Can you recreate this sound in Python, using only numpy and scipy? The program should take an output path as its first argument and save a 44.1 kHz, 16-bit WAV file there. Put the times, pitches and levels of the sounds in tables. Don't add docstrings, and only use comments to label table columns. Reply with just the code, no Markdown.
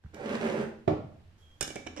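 import sys
import numpy as np
from scipy import signal
from scipy.fft import rfft, irfft, next_fast_len
from scipy.io import wavfile
from scipy.ndimage import map_coordinates

SR = 44100
rng = np.random.default_rng(int(sys.argv[2]) if len(sys.argv) > 2 else 0)


def put_to_file(sound):
    columns = np.atleast_2d(sound).T
    safe = np.clip(columns, -1, 1)
    whole_steps = np.round(safe * 32767)
    wavfile.write(sys.argv[1], SR, whole_steps.astype(np.int16))


N = 88200
TIME_S = np.arange(N) / SR
TAIL_S = np.arange(SR * 5 // 9) / SR
HALF_LR = np.array([[.5], [-.5]])
CONTACT_RISE_S = 0.00024

# (frequency [Hz], level [dB], t60 [s])
TABLE_AND_ROOM_MODES = [(71, -11.5, 0.21), (106.1, -9.5, 0.24), (135.5, -15.5, 0.31), (168.6, -14, 0.24),
                        (218.7, -17, 0.94), (308.6, 0, 0.28), (376.4, -2, 0.14), (422.7, -8, 0.15),
                        (501.2, -9, 0.12), (573, -8, 0.25), (653.5, -12.5, .25), (696, -14.5, 0.18),
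                        (777.4, -15.5, 0.3), (895, -24.5, 0.089), (1039, -15, 0.11)]
# (frequency [Hz], level [dB], t60 [s])
KNOCK_MODES = [(391.6, -0.5, .042), (579, -6.5, 0.034), (725, -11, 0.031)]
# (frequency [Hz], level [dB])
TICK_SPECTRUM = [(400, 2.5), (1000, -10), (1600, 5.5), (2500, -16), (3600, 0.5), (4400, -7.5), (5500, 0),
                 (7000, -0.5), (9000, -11.5), (10500, -7), (12200, -7.5), (15000, -19)]
# (frequency [Hz], level [dB])
GRIT_SPECTRUM = [(400, -4.5), (1500, -2.5), (2700, 4.5), (5500, -10), (9000, -16.5), (12000, -28),
                 (15000, -38)]
# (frequency [Hz], left minus right [dB])
GLASS_PAN = [(100, -2), (200, 3), (400, -8.5), (700, -9.5), (1300, -6), (4400, -7.5), (8000, -9.5),
             (14000, 3.5)]
# (frequency [Hz], left minus right [dB])
SERVER_PAN = [(150, -3.5), (500, -8), (1600, -5), (2800, -9.5), (3700, 3), (5400, -11.5), (6400, -10.5),
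              (8500, -19), (10500, -11), (14000, 5)]


def amp(db):
    return 10 ** (np.asarray(db) / 20)


def unit_rms(x):
    return x / np.sqrt(np.mean(x ** 2) + 1e-20)


def unit_hit(x):
    return x / np.sqrt(np.sum(x ** 2) / (SR / 100) + 1e-20)


def at_hz(points, hz):
    knots_hz, values = np.transpose(points)
    return np.interp(np.log(hz + 1), np.log(knots_hz + 1), values)


def envelopes(rows):
    times_s, *columns_db = np.transpose(rows)
    return [amp(np.interp(TIME_S, times_s, db, left=-140, right=-140)) for db in columns_db]


def wobble(knots_per_s):
    return map_coordinates(rng.standard_normal(N // 8), [TIME_S * knots_per_s])


def filtered(x, response):
    size = next_fast_len(x.shape[-1] + SR // 4)
    return irfft(rfft(x, size) * response(np.fft.rfftfreq(size, 1 / SR)), size)[..., :x.shape[-1]]


def colour(x, spectrum, size=8192):
    cepstrum = irfft(np.log(amp(at_hz(spectrum, np.fft.rfftfreq(size, 1 / SR)))))
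    cepstrum[1:size // 2] *= 2
    cepstrum[size // 2 + 1:] = 0
    return signal.fftconvolve(x, irfft(np.exp(rfft(cepstrum))))[:len(x)]


def decay(t60_s, time_s=TAIL_S):
    return 1000.0 ** (-time_s / t60_s)


def add(track, start_s, sound):
    part = track[round(start_s * SR):][:len(sound)]
    part += sound[:len(part)]


def diffuse_noise(samples):
    # (frequency [Hz], left-right coherence [ratio])
    coherence = [(100, 0.91), (300, 0.82), (600, 0.42), (1100, .05), (8000, 0.018)]

    def mid_side_gains(hz):
        angle = np.arccos(np.clip(at_hz(coherence, hz), -1, 1)) / 2
        return np.array([np.cos(angle), np.sin(angle)])

    mid, side = filtered(rng.standard_normal((2, samples)), mid_side_gains)
    return np.array([mid + side, mid - side]) * amp(-1.5 * HALF_LR)


def in_room(x, pan, lag_ms, wet_db):
    # (frequency [Hz], t60 [s])
    room_t60 = [(80, 0.43), (220, 0.66), (350, 0.46), (1000, 0.5), (3000, 0.45), (7000, 0.47),
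                (14000, 0.31)]
    build_s = 0.007
    delay_s = HALF_LR * lag_ms / 1000
    direct = filtered(x, lambda hz: amp(HALF_LR * at_hz(pan, hz)) * np.exp(-2j * np.pi * hz * delay_s))
    bands_hz, frames_s, bands = signal.stft(diffuse_noise(len(TAIL_S)), SR, nperseg=256)
    bands *= decay(at_hz(room_t60, bands_hz)[:, None], frames_s)
    tail = signal.istft(bands, SR)[1][:, :len(TAIL_S)]
    tail *= 1 - np.exp(-(TAIL_S / build_s) ** 2)
    tail /= np.sqrt(np.sum(tail ** 2) / 2)
    return direct + amp(wet_db) * signal.fftconvolve(x[None], tail, axes=1)[:, :N]


def struck(modes, scatter_db=1):
    return unit_hit(sum(
        (-1) ** k * amp(db + scatter_db * rng.normal()) * decay(t60_s) * np.sin(2 * np.pi * hz * TAIL_S)
        for k, (hz, db, t60_s) in enumerate(modes)))


def contact(spectrum, t60_s, push):
    burst = rng.standard_normal(len(TAIL_S)) * decay(t60_s)
    whitened = irfft(np.exp(1j * np.angle(rfft(burst))), len(TAIL_S))
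    crunch = whitened * decay(4 * t60_s) * (1 - np.exp(-TAIL_S / CONTACT_RISE_S))
    impulse = signal.unit_impulse(len(TAIL_S))
    return unit_hit(colour(unit_hit(crunch) + push * unit_hit(impulse), spectrum))


def slips(rate_per_s=2400, spread_db=3.5):
    impulses = (rng.random(N) < rate_per_s / SR) * rng.choice([-1, 1], N)
    return impulses * amp(spread_db * rng.standard_normal(N))


def sliding(hiss_spectrum):
    force = slips() * amp(1.1 * wobble(54.8))
    rumble = signal.fftconvolve(force, struck(TABLE_AND_ROOM_MODES))[:N]
    load_detune = 1 + .022 * wobble(12)
    rumble = map_coordinates(rumble, [np.cumsum(load_detune)], mode="mirror")
    # (frequency [Hz], level [dB])
    rumble_spectrum = [(40, -38), (90, -13.5), (160, 0.5), (220, 4), (310, -9.5), (400, -2.5), (550, 2),
                       (650, -3), (800, -4.5), (1500, -22), (4000, -37.5)]
    hiss = unit_rms(force) + .5 * rng.standard_normal(N)
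    return unit_rms(colour(rumble, rumble_spectrum)), unit_rms(colour(hiss, hiss_spectrum))


def judder(bursts, hz, octave_db, grit_db):
    phase = 2 * np.pi * np.cumsum(hz * (1 + .0352 * wobble(70))) / SR
    gain = sum(amp(db) * np.exp(-((TIME_S - mid_s) / half_s) ** 2) for mid_s, half_s, db in bursts)
    hum = unit_rms(np.sin(phase) + amp(octave_db) * np.sin(2 * phase))
    puffs = rng.standard_normal(N) * np.maximum(np.sin(phase), 0) ** 2
    grit = unit_rms(colour(puffs, GRIT_SPECTRUM))
    return gain * (hum + amp(grit_db) * grit)


def room_air():
    # (frequency [Hz], level [dB])
    air_spectrum = [(20, -4.5), (45, -6), (62, -12), (82, 5), (115, -7.5), (200, -15.5), (400, -22),
                    (1000, -25), (3000, -29), (7000, -39.5), (14000, -49)]
    air = filtered(diffuse_noise(N), lambda hz: amp(at_hz(air_spectrum, hz)))
    return amp(-57.5) * unit_rms(air)


def squeak():
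    # (time [s], tone [dB], rub [dB])
    squeak_levels = [(1.365, -100, -93), (1.385, -81, -70), (1.405, -70.5, -77), (1.46, -70, -82),
                     (1.54, -72.5, -79.5), (1.555, -92, -84), (1.6, -102, -74)]
    start_hz, rise_hz_per_s = 3240, 250
    tone_gain, rub_gain = envelopes(squeak_levels)
    elapsed_s = TIME_S - squeak_levels[0][0]
    hz = (start_hz + rise_hz_per_s * elapsed_s) * (1 + .018 * wobble(300))
    tone = unit_rms(np.sin(2 * np.pi * np.cumsum(hz) / SR) * amp(4.2 * wobble(77)))
    rub = unit_rms(colour(slips(), TICK_SPECTRUM))
    return (in_room(tone_gain * tone, GLASS_PAN, lag_ms=0.063, wet_db=0.5)
            + in_room(rub_gain * rub, GLASS_PAN, lag_ms=0.057, wet_db=4.5))


def grip():
    # (time [s], level [dB])
    bumps = [(.047, -40.5), (.061, -44.5)]
    # (frequency [Hz], level [dB])
    palm_spectrum = [(25, -19), (70, 7), (115, 7), (190, -0.5), (350, -34), (1800, -26), (4000, -78),
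                     (12000, -82)]
    track = np.zeros(N)
    for start_s, db in bumps:
        add(track, start_s, amp(db) * contact(palm_spectrum, t60_s=0.018, push=2.1))
    return in_room(track, GLASS_PAN, lag_ms=0.16, wet_db=-15)


def grain_snags():
    # (time [s], level [dB])
    snags = [(0.245, -56), (0.258, -48.5), (.293, -45.5), (0.299, -51), (.314, -54), (.345, -47),
             (.353, -42), (0.4113, -43), (0.5, -44)]
    track = np.zeros(N)
    for start_s, db in snags:
        add(track, start_s, amp(db) * contact(GRIT_SPECTRUM, t60_s=0.022, push=0.19))
    return in_room(track, GLASS_PAN, lag_ms=0.18, wet_db=-2.5)


def nudge():
    # (time [s], rumble [dB], hiss [dB])
    slide_levels = [(1.96, -80, -78), (1.964, -61, -56), (1.977, -53, -43.5), (1.99, -47, -49.5),
                    (2.0, -39.5, -44)]
    # (frequency [Hz], level [dB])
    hiss_spectrum = [(300, -1), (1000, 11.5), (1400, 5), (2100, 6), (3100, 2.5), (4200, -10.5), (5600, 3.5),
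                     (7300, -8), (10000, -28), (15000, -39)]
    # (centre [s], half-length [s], level [dB])
    bursts = [(1.98, 0.0095, -40)]
    rumble_gain, hiss_gain = envelopes(slide_levels)
    rumble, hiss = sliding(hiss_spectrum)
    groan = judder(bursts, hz=295, octave_db=0.5, grit_db=-16)
    return in_room(rumble_gain * rumble + hiss_gain * hiss + groan, SERVER_PAN, lag_ms=0.4, wet_db=-7)


def drag():
    # (time [s], relative rumble [dB], relative hiss [dB])
    slide_levels = [(.115, -103, -103), (.138, -47.5, -60.5), (.18, -45.5, -57), (.26, -36.5, -48.5),
                    (.35, -37, -45.5), (.395, -37.5, -49), (.46, -31, -42), (.55, -32, -46),
                    (.615, -29.5, -47.5), (.68, -67.5, -66.5), (.75, -76.5, -86), (.85, -72.5, -104)]
    # (frequency [Hz], level [dB])
    hiss_spectrum = [(150, -23), (500, 3.5), (900, 4), (1150, 0), (1500, 3.5), (2400, -2.5), (4000, -15.5),
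                     (6000, -17.5), (9500, -25.5), (12000, -28.5), (15000, -47)]
    # (centre [s], half-length [s], level [dB])
    bursts = [(0.265, 0.012, -33), (.313, 0.0085, -30), (0.357, 0.016, -27.5), (0.464, 0.023, -30.5),
              (.605, 0.012, -31.5)]
    rumble_gain, hiss_gain = envelopes(slide_levels)
    rumble, hiss = sliding(hiss_spectrum)
    slide = amp(-2) * rumble_gain * rumble + amp(5) * hiss_gain * hiss
    stereo_slide = in_room(slide, GLASS_PAN, lag_ms=0.22, wet_db=-1)
    groan = judder(bursts, hz=226, octave_db=-11, grit_db=-21)
    return stereo_slide + in_room(groan, GLASS_PAN, lag_ms=0.059, wet_db=-9)


def clinks():
    # (time [s], tick [dB], plastic [dB], glass [dB], knock [dB], low-pass [Hz],
    #  pitch of the struck spot [ratio], ring time left by the fingers [ratio])
    touches = [(0.038, -54.5, -66, -82, -70, 1890, 1.9, 0.35),
               (0.1441, -55, -57.5, -59.5, -70, 14900, 0.54, 0.36),
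               (1.609, -31, -31, -49, -39, 11900, 0.99, 0.93),
               (1.6128, -34.5, -40, -54, -67, 10000, 0.86, .2), (1.6262, -37.5, -35, -45, -54, 11000, 1, 1),
               (1.677, -42.5, -50, -56, -50, 8900, 1, 0.5),
               (1.703, -54, -42, -48.5, -45.5, 4970, 1.02, 0.42),
               (1.757, -43.5, -47, -66, -43.5, 7400, 1.05, .25),
               (1.7609, -46, -54, -39.5, -36.5, 3430, 0.975, 0.68),
               (1.8648, -66, -45, -46, -44, 3230, 1.05, 0.45),
               (1.869, -46.5, -56, -46.5, -41.5, 5970, 1.85, 0.08),
               (1.872, -49, -38, -41.5, -55, 3560, 1.04, 0.082),
               (1.964, -48, -51.5, -58, -62, 4450, 1.02, 0.35)]
    # (frequency [Hz], level [dB], t60 [s])
    plastic_modes = [(1400, -5, .03), (1600, -9.5, .11), (2875, -5.5, .19), (2955, -9, .07),
                     (3575, -6.5, .09), (4835, -19, .1), (5300, -3, .03), (5415, -5.5, .14),
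                     (6643, -11, .07), (7008, -4, .08), (8380, 4, .03), (8650, 3, .02), (9000, 4, .022),
                     (9781, -13, .06), (12000, -15, .04)]
    # (frequency [Hz], level [dB], t60 [s])
    glass_modes = [(2305, -2, 0.42), (2342, 9, 0.05), (2170, 4, 0.04), (5421, -12, .5), (5950, -12, .12),
                   (6400, -16, 0.3)]
    # (frequency [Hz], level [dB])
    clack_spectrum = [(40, -44), (150, -4), (280, 1.5), (450, -3), (700, -3.5), (1000, -15.5), (1700, -9.5),
                      (3000, -12.5), (8000, -32)]
    twin_spread = 0.026
    attack = 1 - np.exp(-TAIL_S / CONTACT_RISE_S)
    hits, tones, knocks = np.zeros((3, N))
    for start_s, tick_db, plastic_db, glass_db, knock_db, cutoff_hz, pitch, free in touches:
        spot = [(hz * pitch, db, t60_s * free) for hz, db, t60_s in plastic_modes]
        twins = [(hz * (1 + twin_spread * rng.normal()), db, t60_s / 2) for hz, db, t60_s in spot]
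        plastic = struck(spot + twins, scatter_db=2.7) * attack
        glass = struck([(hz, db, t60_s * free) for hz, db, t60_s in glass_modes], scatter_db=0.5)
        tick = amp(tick_db) * contact(TICK_SPECTRUM, t60_s=0.025, push=0.029)
        clack = amp(knock_db - 3.5) * contact(clack_spectrum, t60_s=0.043, push=0.2)
        knock = struck([(hz * pitch, db, t60_s) for hz, db, t60_s in KNOCK_MODES], scatter_db=2.3)
        knock += amp(-10) * struck(TABLE_AND_ROOM_MODES)
        soften = signal.butter(2, cutoff_hz, fs=SR)
        add(hits, start_s, signal.lfilter(*soften, tick + clack))
        add(tones, start_s, signal.lfilter(*soften, amp(plastic_db) * plastic + amp(glass_db) * glass))
        add(knocks, start_s, amp(knock_db) * knock)
    return (in_room(hits, SERVER_PAN, lag_ms=0.067, wet_db=-1.5)
            + in_room(tones, SERVER_PAN, lag_ms=0.052, wet_db=-7)
            + in_room(knocks, SERVER_PAN, lag_ms=0.43, wet_db=-9.5))


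def set_down():
    # (frequency [Hz], level [dB])
    thud_spectrum = [(28, -40.5), (48, -19), (72, -4), (110, -2), (170, -2.5), (240, -8), (350, -7),
                     (620, -1.5), (780, -7), (930, -15.5), (1330, -17.5), (1550, -27.5), (2500, -28),
                     (3200, -33), (4000, -36), (7000, -48.5), (10000, -58.5), (15000, -72.5)]
    land_s, rock_s = .8778, .0045
    thud, ringing = np.zeros((2, N))
    add(thud, land_s, amp(-20.5) * contact(thud_spectrum, t60_s=0.083, push=0.18))
    add(thud, land_s + rock_s, amp(-29.5) * contact(thud_spectrum, t60_s=0.026, push=0.52))
    add(ringing, land_s, amp(-21) * struck(TABLE_AND_ROOM_MODES))
    add(ringing, land_s + 0.00043, amp(-24) * struck(KNOCK_MODES))
    return (in_room(thud, GLASS_PAN, lag_ms=0.53, wet_db=-0.5)
            + in_room(ringing, GLASS_PAN, lag_ms=0.34, wet_db=-10))


def scene():
    return grip() + drag() + grain_snags() + set_down() + squeak() + clinks() + nudge() + room_air()


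def record(dry):
    # (frequency [Hz], gain [dB])
    mic_response = [(20, -2.5), (45, -1.5), (70, 0.5), (13500, -3.5), (14700, -2.5), (15500, -17.5)]
    fade_s, top_hz = .06, 15500
    fade_in = amp(np.interp(TIME_S, [0, fade_s], [-12, 0]))
    return filtered(dry * fade_in, lambda hz: amp(at_hz(mic_response, hz)) * (hz < top_hz))


dry = scene()
out = record(dry)
put_to_file(out)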